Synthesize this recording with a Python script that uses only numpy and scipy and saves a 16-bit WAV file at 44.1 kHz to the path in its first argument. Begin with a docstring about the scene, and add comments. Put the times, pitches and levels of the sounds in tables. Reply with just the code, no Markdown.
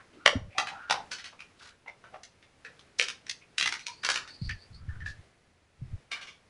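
"""Dog on a walled terrace

A dog moves about a small walled terrace with wooden deck tiles: its claws tap and it crunches a hard treat.
Each tap or bite is a snap with grit around it, filtered by what was hit; near walls and the yard answer.
Paws scuff and squeak softly in between: uneven noise through a slowly rising resonance.
Low thuds, sines of sagging pitch, and gusts of rumbling noise reach the microphone over a faint outdoor hush."""
import sys
import numpy as np
from scipy import signal
from scipy.fft import rfft, irfft, next_fast_len
from scipy.io import wavfile
from scipy.ndimage import map_coordinates

SR = 44100
rng = np.random.default_rng(int(sys.argv[2]) if len(sys.argv) > 2 else 0)


def dump(signal):
    """Clip the signal to [-1, 1] and save it as 16-bit WAV at the path in sys.argv[1]."""
    limited = np.clip(np.atleast_2d(signal).T, -1, 1)
    pcm = np.round(limited * 32767).astype(np.int16)
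    wavfile.write(sys.argv[1], SR, pcm)


N = 286209
TOP_HZ = 11050  # upper band limit

# shared spectrum of the taps and bites, also of the grit in scuffs: frequency_hz, relative_level_db
CONTACT_COLOUR = [(60, -23), (300, -17), (700, -10.5), (1400, -1.5), (2800, -1.5), (4800, -7.5),
                  (6000, -8.5), (7200, -18.5), (11000, -27)]


def amp(db):
    """Amplitude factor of a level in dB."""
    return 10 ** (np.asarray(db) / 20)


def unit(x):
    """x scaled to rms 1."""
    return x / np.sqrt(np.mean(x ** 2) + 1e-20)


def along(points, hz):
    """(Hz, value) points joined by straight lines on a log frequency axis."""
    point_hz, values = np.transpose(points)
    return np.interp(np.log(hz + 1), np.log(point_hz), values)


def curve(rows):
    """(s, value) rows as one value per sample."""
    return np.interp(np.arange(N) / SR, *np.transpose(rows))


def add(track, s, sound):
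    """Mix a sound into a track from time s on, cutting what falls outside."""
    start = round(s * SR)
    sound = sound[max(-start, 0):]
    part = track[max(start, 0):][:len(sound)]
    part += sound[:len(part)]


def wobble(rate, size):
    """A smooth random curve, rate knots a second."""
    knots = rng.standard_normal(int(size * rate / SR) + 4)
    return map_coordinates(knots, [np.arange(size) * rate / SR])


def filtered(x, gain):
    """x times a gain that depends on frequency."""
    size = next_fast_len(len(x) + 8192)
    spectrum = rfft(x, size) * gain(np.fft.rfftfreq(size, 1 / SR))
    return irfft(spectrum, size)[:len(x)]


def noise(colour):
    """Noise of rms 1 with the given spectrum."""
    return unit(filtered(rng.standard_normal(N), lambda hz: amp(along(colour, hz))))


def causal(db):
    """The impulse response that starts at once and has these levels on the FFT grid."""
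    cepstrum = irfft(db * np.log(10) / 20)
    half = len(cepstrum) // 2
    # folding the cepstrum onto positive time gives minimum phase
    cepstrum[1:half] *= 2
    cepstrum[half + 1:] = 0
    return irfft(np.exp(rfft(cepstrum)))


def gust_strength():
    """Each gust rises, holds and falls away exponentially; the strongest flow of the moment counts."""
    # gusts on the microphone: start_s, hold_length_s, level_db
    gusts = [(0.36, 0.12, -45), (4.42, 0.14, -42), (4.715, 0.13, -48), (4.859, .25, -45),
             (5.109, 0.098, -52.5), (5.815, 0.12, -48), (5.911, 0.048, -40.5)]
    attack_s, release_s, draught_db = 0.012, 0.015, -73.5  # a faint draught flows between gusts
    t = np.arange(N) / SR
    strength = np.full(N, amp(draught_db))
    for s, length, db in gusts:
        before = np.maximum(s - t, 0) / attack_s
        after = np.maximum(t - s - length, 0) / release_s
        strength = np.maximum(strength, amp(db) * np.exp(-before - after))
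    return strength


def air(flutter_db):
    """The faint hush of the terrace, and gusts that rumble on the microphone, both as coloured noise."""
    # spectrum of the outdoor background: frequency_hz, relative_level_db
    hush_colour = [(25, -19.5), (50, -11.5), (85, 1), (250, -3), (500, -4.5), (1000, -10), (2200, -9.5),
                   (3200, -15), (5000, -17.5), (8000, -23.5), (11000, -25.5)]
    # course of the background before flutter: time_s, level_db
    hush_course = [(0, -62.5), (1.5, -63.5), (2.5, -64.5), (3.4, -62), (5.1, -62.5), (5.55, -69.5),
                   (6.0, -62.5), (6.49, -65)]
    # spectrum of air flow at the microphone: frequency_hz, relative_level_db
    rumble_colour = [(20, 2.5), (50, -1.5), (80, 7.5), (140, -2.5), (200, -13.5), (400, -33), (1000, -53),
                     (3000, -110)]
    hush_level = amp(curve(hush_course) + flutter_db * wobble(7.5, N))
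    hush = hush_level * noise(hush_colour)
    return hush + gust_strength() * noise(rumble_colour)


def yard(wet_db, build_s, fade_s=0.72, size=16384):
    """Response of the place: direct path, near walls, and a diffuse wash that dies away in about a quarter second."""
    # decay of the wash: frequency_hz, t60_s
    decay = [(150, 1), (450, 0.24), (900, .32), (2000, 0.22), (5500, .25), (10000, 0.21)]
    # near wall echoes against the direct path: nominal_delay_s, level_db
    walls = [(.0092, -24), (0.0161, -5.5), (0.031, -19)]
    hz, t, z = signal.stft(rng.standard_normal(size), SR, nperseg=256)
    fading = z * amp(-60 * t / along(decay, hz)[:, None])
    wash = signal.istft(fading, SR, nperseg=256)[1][:size]
    age = np.arange(size) / SR
    wash *= (1 - np.exp(-(age / build_s) ** 2)) * np.exp(-(age / fade_s) ** 3)
    response = amp(wet_db) * wash / np.linalg.norm(wash)
    response[0] += 1  # direct path
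    for delay, db in walls:
        varied_delay = delay * (1 + .02 * rng.standard_normal())
        response[round(varied_delay * SR)] += amp(db)
    return response


def scuffs(rough_db, grit_db, wet_db, overtone_db, glide):
    """Uneven friction swells and fades in one slowly rising resonance, with an overtone and broad grit."""
    # soft paw scuffs: middle_s, length_s, level_db, centre_hz, width_hz
    rubs = [(0.0, 0.038, -53, 1340, 1130), (0.149, 0.041, -53, 320, 122), (0.207, 0.041, -56, 1330, 140),
            (0.549, 0.056, -55, 2400, 513), (0.601, 0.037, -33, 790, 132), (0.729, 0.086, -45.5, 803, 168),
            (0.798, 0.15, -46.5, 1420, 240), (0.983, 0.044, -42, 770, 283), (1.336, 0.019, -54, 970, 604),
            (1.882, 0.01, -38, 2106, 176), (1.644, 0.063, -52.5, 4000, 4170),
            (1.658, 0.081, -54.5, 1490, 600), (2.152, 0.023, -46.5, 700, 194.7),
            (3.425, 0.02, -56, 2400, 700), (3.899, 0.023, -43.5, 960, 79), (4.23, 0.075, -56.5, 1320, 500),
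            (4.508, 0.014, -40, 2500, 597), (4.967, 0.2, -58.5, 1510, 500), (5.086, 0.038, -51, 4570, 3390),
            (6.171, 0.068, -50, 1590, 895), (6.277, 0.092, -59, 3250, 496)]
    # a run of thin squeaks: middle_s, length_s, level_db
    squeaks = [(3.968, 0.4, -59.5), (4.325, 0.055, -50.5), (4.461, 0.078, -47.5), (4.616, 0.061, -58),
               (4.766, 0.041, -56.5)]
    squeak_hz, squeak_width_hz = 4550, 500  # the resonance they share
    track, t = np.zeros(N), np.arange(SR // 2) / SR
    middle = t[-1] / 2
    warped_t = t + glide / 2 * (t - middle) ** 2  # playback speeds up by the share glide per second
    for s, length, db, centre_hz, width_hz in rubs + [(*row, squeak_hz, squeak_width_hz) for row in squeaks]:
        def peak(hz):
            return 1 / (1 + (2 * (hz - centre_hz) / width_hz) ** 2)

        def resonance(hz):
            overtone = amp(overtone_db) * peak(hz / 1.88)
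            return peak(hz) + overtone + amp(grit_db + along(CONTACT_COLOUR, hz))

        swell = np.exp(-2 * ((t - middle) / length) ** 2)
        friction = swell * rng.standard_normal(len(t)) * amp(rough_db * wobble(120, len(t)))
        rising = map_coordinates(filtered(friction, resonance), [SR * warped_t])
        rub = signal.fftconvolve(rising, yard(wet_db, build_s=0.0057))
        rub *= np.linalg.norm(swell) / np.linalg.norm(rub)  # same energy as noise of rms 1 under the swell
        add(track, s - middle, amp(db) * rub)
    return track


def crack_train():
    """Every crack as one row; a lesser crack borrows the colour of the nearest tap or bite."""
    # taps and bites, each at its main crack:
    # time_s, level_db, body_db, edge_db, ring_hz, ring_db, hollow_db, yard_db
    main_cracks = [(0.2613, -12, 3.5, -2.5, 2190, 3, 10.5, -6.5),
                   (0.5831, -23, -5.5, -3.5, 1170, 5.5, 2, -3.5), (0.909, -21, 10.5, 3.5, 3780, 6, 7, -6.5),
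                   (1.1161, -35.5, -7.5, 2, 1750, -0.5, 10, 2), (1.405, -44, 5, 4, 2414, 15.5, -23, -3.5),
                   (1.881, -51.5, 22.5, -0.5, 2080, 9, -31, 0.5), (2.041, -50.5, 6.5, -10, 1550, 4.5, 9, 1),
                   (2.1431, -44.5, 17, -13, 682, 12, -12, -4), (2.2343, -47, -8, 9.5, 2090, 4, -2, -5),
                   (2.649, -43.5, -2, 0.5, 1753, 15, 25.5, 1), (2.794, -53.5, 9, 8.5, 3500, 6, -6, -14),
                   (2.9975, -20.5, -6, -1.5, 1630, 4.5, 13, -5.5),
                   (3.296, -31, -14.5, 9.5, 5730, 2.5, 14, -8.5),
                   (3.5826, -25, -8, 7, 2630, 4.5, -2.5, -4.5), (3.6742, -28, 3.5, 9.5, 2030, 12, -47, -7),
                   (3.867, -34, -7, 13.5, 2340, 14.5, 15, -3.5),
                   (4.0893, -24, 0.5, 1.5, 1657, 9, 11.5, -3.5),
                   (4.494, -33, -8.5, -2.5, 1754, 17.5, 0, -7), (5.06, -34.5, 2, -3, 1740, 25, -4, -1.5),
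                   (6.1164, -34.5, 1.5, 2, 2240, 9.5, 2, 3.5)]
    # lesser cracks: time_s, level_db, extra_edge_db
    lesser_cracks = [(0.6709, -36.5, 1), (0.683, -44, 0), (0.8994, -29, -6), (0.9413, -34, -13),
                     (1.185, -46, -2), (1.243, -43.5, -2.5), (1.393, -50, -3), (1.862, -53, -10),
                     (2.427, -57, -13.5), (2.988, -33.5, 19.5), (3.0237, -31, 8), (3.0843, -33, 7),
                     (3.2675, -47, -10.5), (3.611, -25.5, -6.5), (3.6261, -26.5, -5.5), (3.6593, -26, -6.5),
                     (3.724, -31, -4), (3.751, -40, -3), (3.794, -45.5, -2), (4.035, -34, 0.5),
                     (4.0487, -28, 4), (4.1008, -27.5, 12), (4.1422, -34, 8), (4.159, -29, 0),
                     (4.277, -47, 4), (4.89, -51, 7), (5.0047, -47, 1.5), (6.2131, -46, 1),
                     (6.272, -49.5, 1)]
    ring_share, hollow_share = 1, 0.25  # shares of the main crack's ring dB and cavity dB
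    extra_yard_db = 2  # lesser cracks are heard a little more by way of the yard
    train = list(main_cracks)
    for s, db, extra_edge_db in lesser_cracks:
        nearest = min(main_cracks, key=lambda crack: abs(crack[0] - s))
        _, _, body_db, edge_db, ring_hz, ring_db, hollow_db, wet_db = nearest
        train.append((s, db, body_db, edge_db + extra_edge_db, ring_hz,
                      ring_share * ring_db, hollow_share * hollow_db, wet_db + extra_yard_db))
    return train


def firmness(db):
    """Snap dB and crumble time of a contact of this level: the louder it is, the sooner it stops crumbling."""
    # snap and after-cracks by loudness: contact_level_db, snap_db, crumble_s
    contacts = [(-48.5, -1, 0.0086), (-34, -11.5, 0.0055), (-24.5, -1.5, 0.0032), (-11, -1, 0.0027)]
    levels, *columns = np.transpose(contacts)
    return [np.interp(db, levels, column) for column in columns]


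def bell(hz, centre_hz, width):
    """A resonance peak of height 1; width is a share of its centre."""
    return 1 / (1 + (np.log((hz + 1) / centre_hz) / width) ** 2)


def snap(snap_db, lead_s, lead_db, crumble_db, crumble_s, size=2048):
    """Force of one contact: a softened onset leads into the snap in the middle, tiny after-cracks follow."""
    t = (np.arange(size) - size // 2) / SR
    grit = rng.standard_normal(size) ** 3  # cubing makes it sparse and spiky
    lead = grit * (t < 0) * np.exp(-np.abs(t) / lead_s)
    crumble = grit * (t > 0) * np.exp(-np.abs(t) / crumble_s)
    force = amp(snap_db) * (t == 0)
    force = force + amp(lead_db) * lead / np.linalg.norm(lead)
    return force + amp(crumble_db) * crumble / np.linalg.norm(crumble)


def clicks(ring_width, hollow_width, lift_hz, ripple_db, spacing_hz, size=2048):
    """Each snap sounds through what was hit; the dog keeps moving, so each finds its own paths round the yard."""
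    # where body acts in the spectrum: frequency_hz, share_of_body_db
    body_shape = [(300, .55), (650, 1), (1000, 1), (1800, 0)]
    # where edge acts in the spectrum: frequency_hz, share_of_edge_db
    edge_shape = [(2500, 0), (5000, 1)]
    hollow_hz = 495  # lowest pitch of the cavity note
    track, hz = np.zeros(N), np.fft.rfftfreq(size, 1 / SR)
    for s, db, body_db, edge_db, ring_hz, ring_db, hollow_db, wet_db in crack_train():
        colour = along(CONTACT_COLOUR, hz)
        colour += body_db * along(body_shape, hz) + edge_db * along(edge_shape, hz)
        cavity_hz = hollow_hz + lift_hz * max(body_db, 0)  # a more open cavity sounds fuller and higher
        colour += ring_db * bell(hz, ring_hz, ring_width)
        colour += hollow_db * bell(hz, cavity_hz, hollow_width)
        # a ladder of weaker modes above the ring
        colour += ripple_db * np.cos(2 * np.pi * (hz - ring_hz) / spacing_hz) * (hz > ring_hz)
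        colour -= 40 * (hz > TOP_HZ)
        snap_db, crumble_s = firmness(db)
        force = snap(snap_db, lead_s=0.0021, lead_db=-7.5, crumble_db=3.5, crumble_s=crumble_s)
        click = signal.fftconvolve(force, causal(colour))
        # the level counts the direct sound's whole energy as rms over 10 ms
        click *= amp(db) * np.sqrt(SR / 100) / np.linalg.norm(click)
        add(track, s - len(force) / 2 / SR, signal.fftconvolve(click, yard(wet_db, build_s=0.005)))
    return track


def thuds(rise_s, sag, overtone_db):
    """Soft low pushes whose wavering pitch sags as they die; sag is a share of the nominal pitch."""
    # low thuds: start_s, peak_db, nominal_pitch_hz
    pushes = [(0.33, -28.5, 515), (0.353, -24, 248), (0.356, -27, 141), (0.414, -33.5, 152),
              (4.415, -26.5, 119), (4.463, -30, 89), (4.854, -41.5, 143), (4.881, -29, 102.6),
              (5.021, -33.5, 78), (5.818, -31.5, 138), (5.929, -32.5, 127)]
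    cycles = 13.6  # a thud decays by 60 dB within this many cycles of its nominal pitch
    track, t = np.zeros(N), np.arange(SR // 3) / SR
    for s, db, hz in pushes:
        t60 = cycles / hz
        falling = sag * (np.exp(-t / 0.0073) - .5)
        pitch_hz = hz * (1 + falling + 0.23 * wobble(48.5, len(t)))
        phase = 2 * np.pi * np.cumsum(pitch_hz) / SR
        tone = np.sin(phase) + amp(overtone_db) * np.sin(1.64 * phase)
        push = tone * (1 - np.exp(-t / rise_s)) * amp(-60 * t / t60)
        add(track, s, amp(db) * push / np.abs(push).max())
    return track


def scene():
    """The dog's taps, bites, scuffs and squeaks, with thuds and moving air, at one microphone."""
    taps = clicks(ring_width=0.15, hollow_width=.11, lift_hz=27.41, ripple_db=2.0, spacing_hz=689)
    paws = scuffs(rough_db=5.0, grit_db=-30.0, wet_db=-10, overtone_db=-28.5, glide=0.58)
    low = thuds(rise_s=0.0062, sag=.25, overtone_db=-21.5)
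    return (taps + paws + low + air(flutter_db=1.65))[None]


def record(dry):
    """Peaks beyond 0.9 of full scale are clipped, then a steep low-pass removes what lies above the band limit."""
    clipped = np.clip(dry[0], -.9, .9)
    return filtered(clipped, lambda hz: 1 / (1 + (hz / TOP_HZ) ** 120))[None]


dry = scene()
out = record(dry)
dump(out)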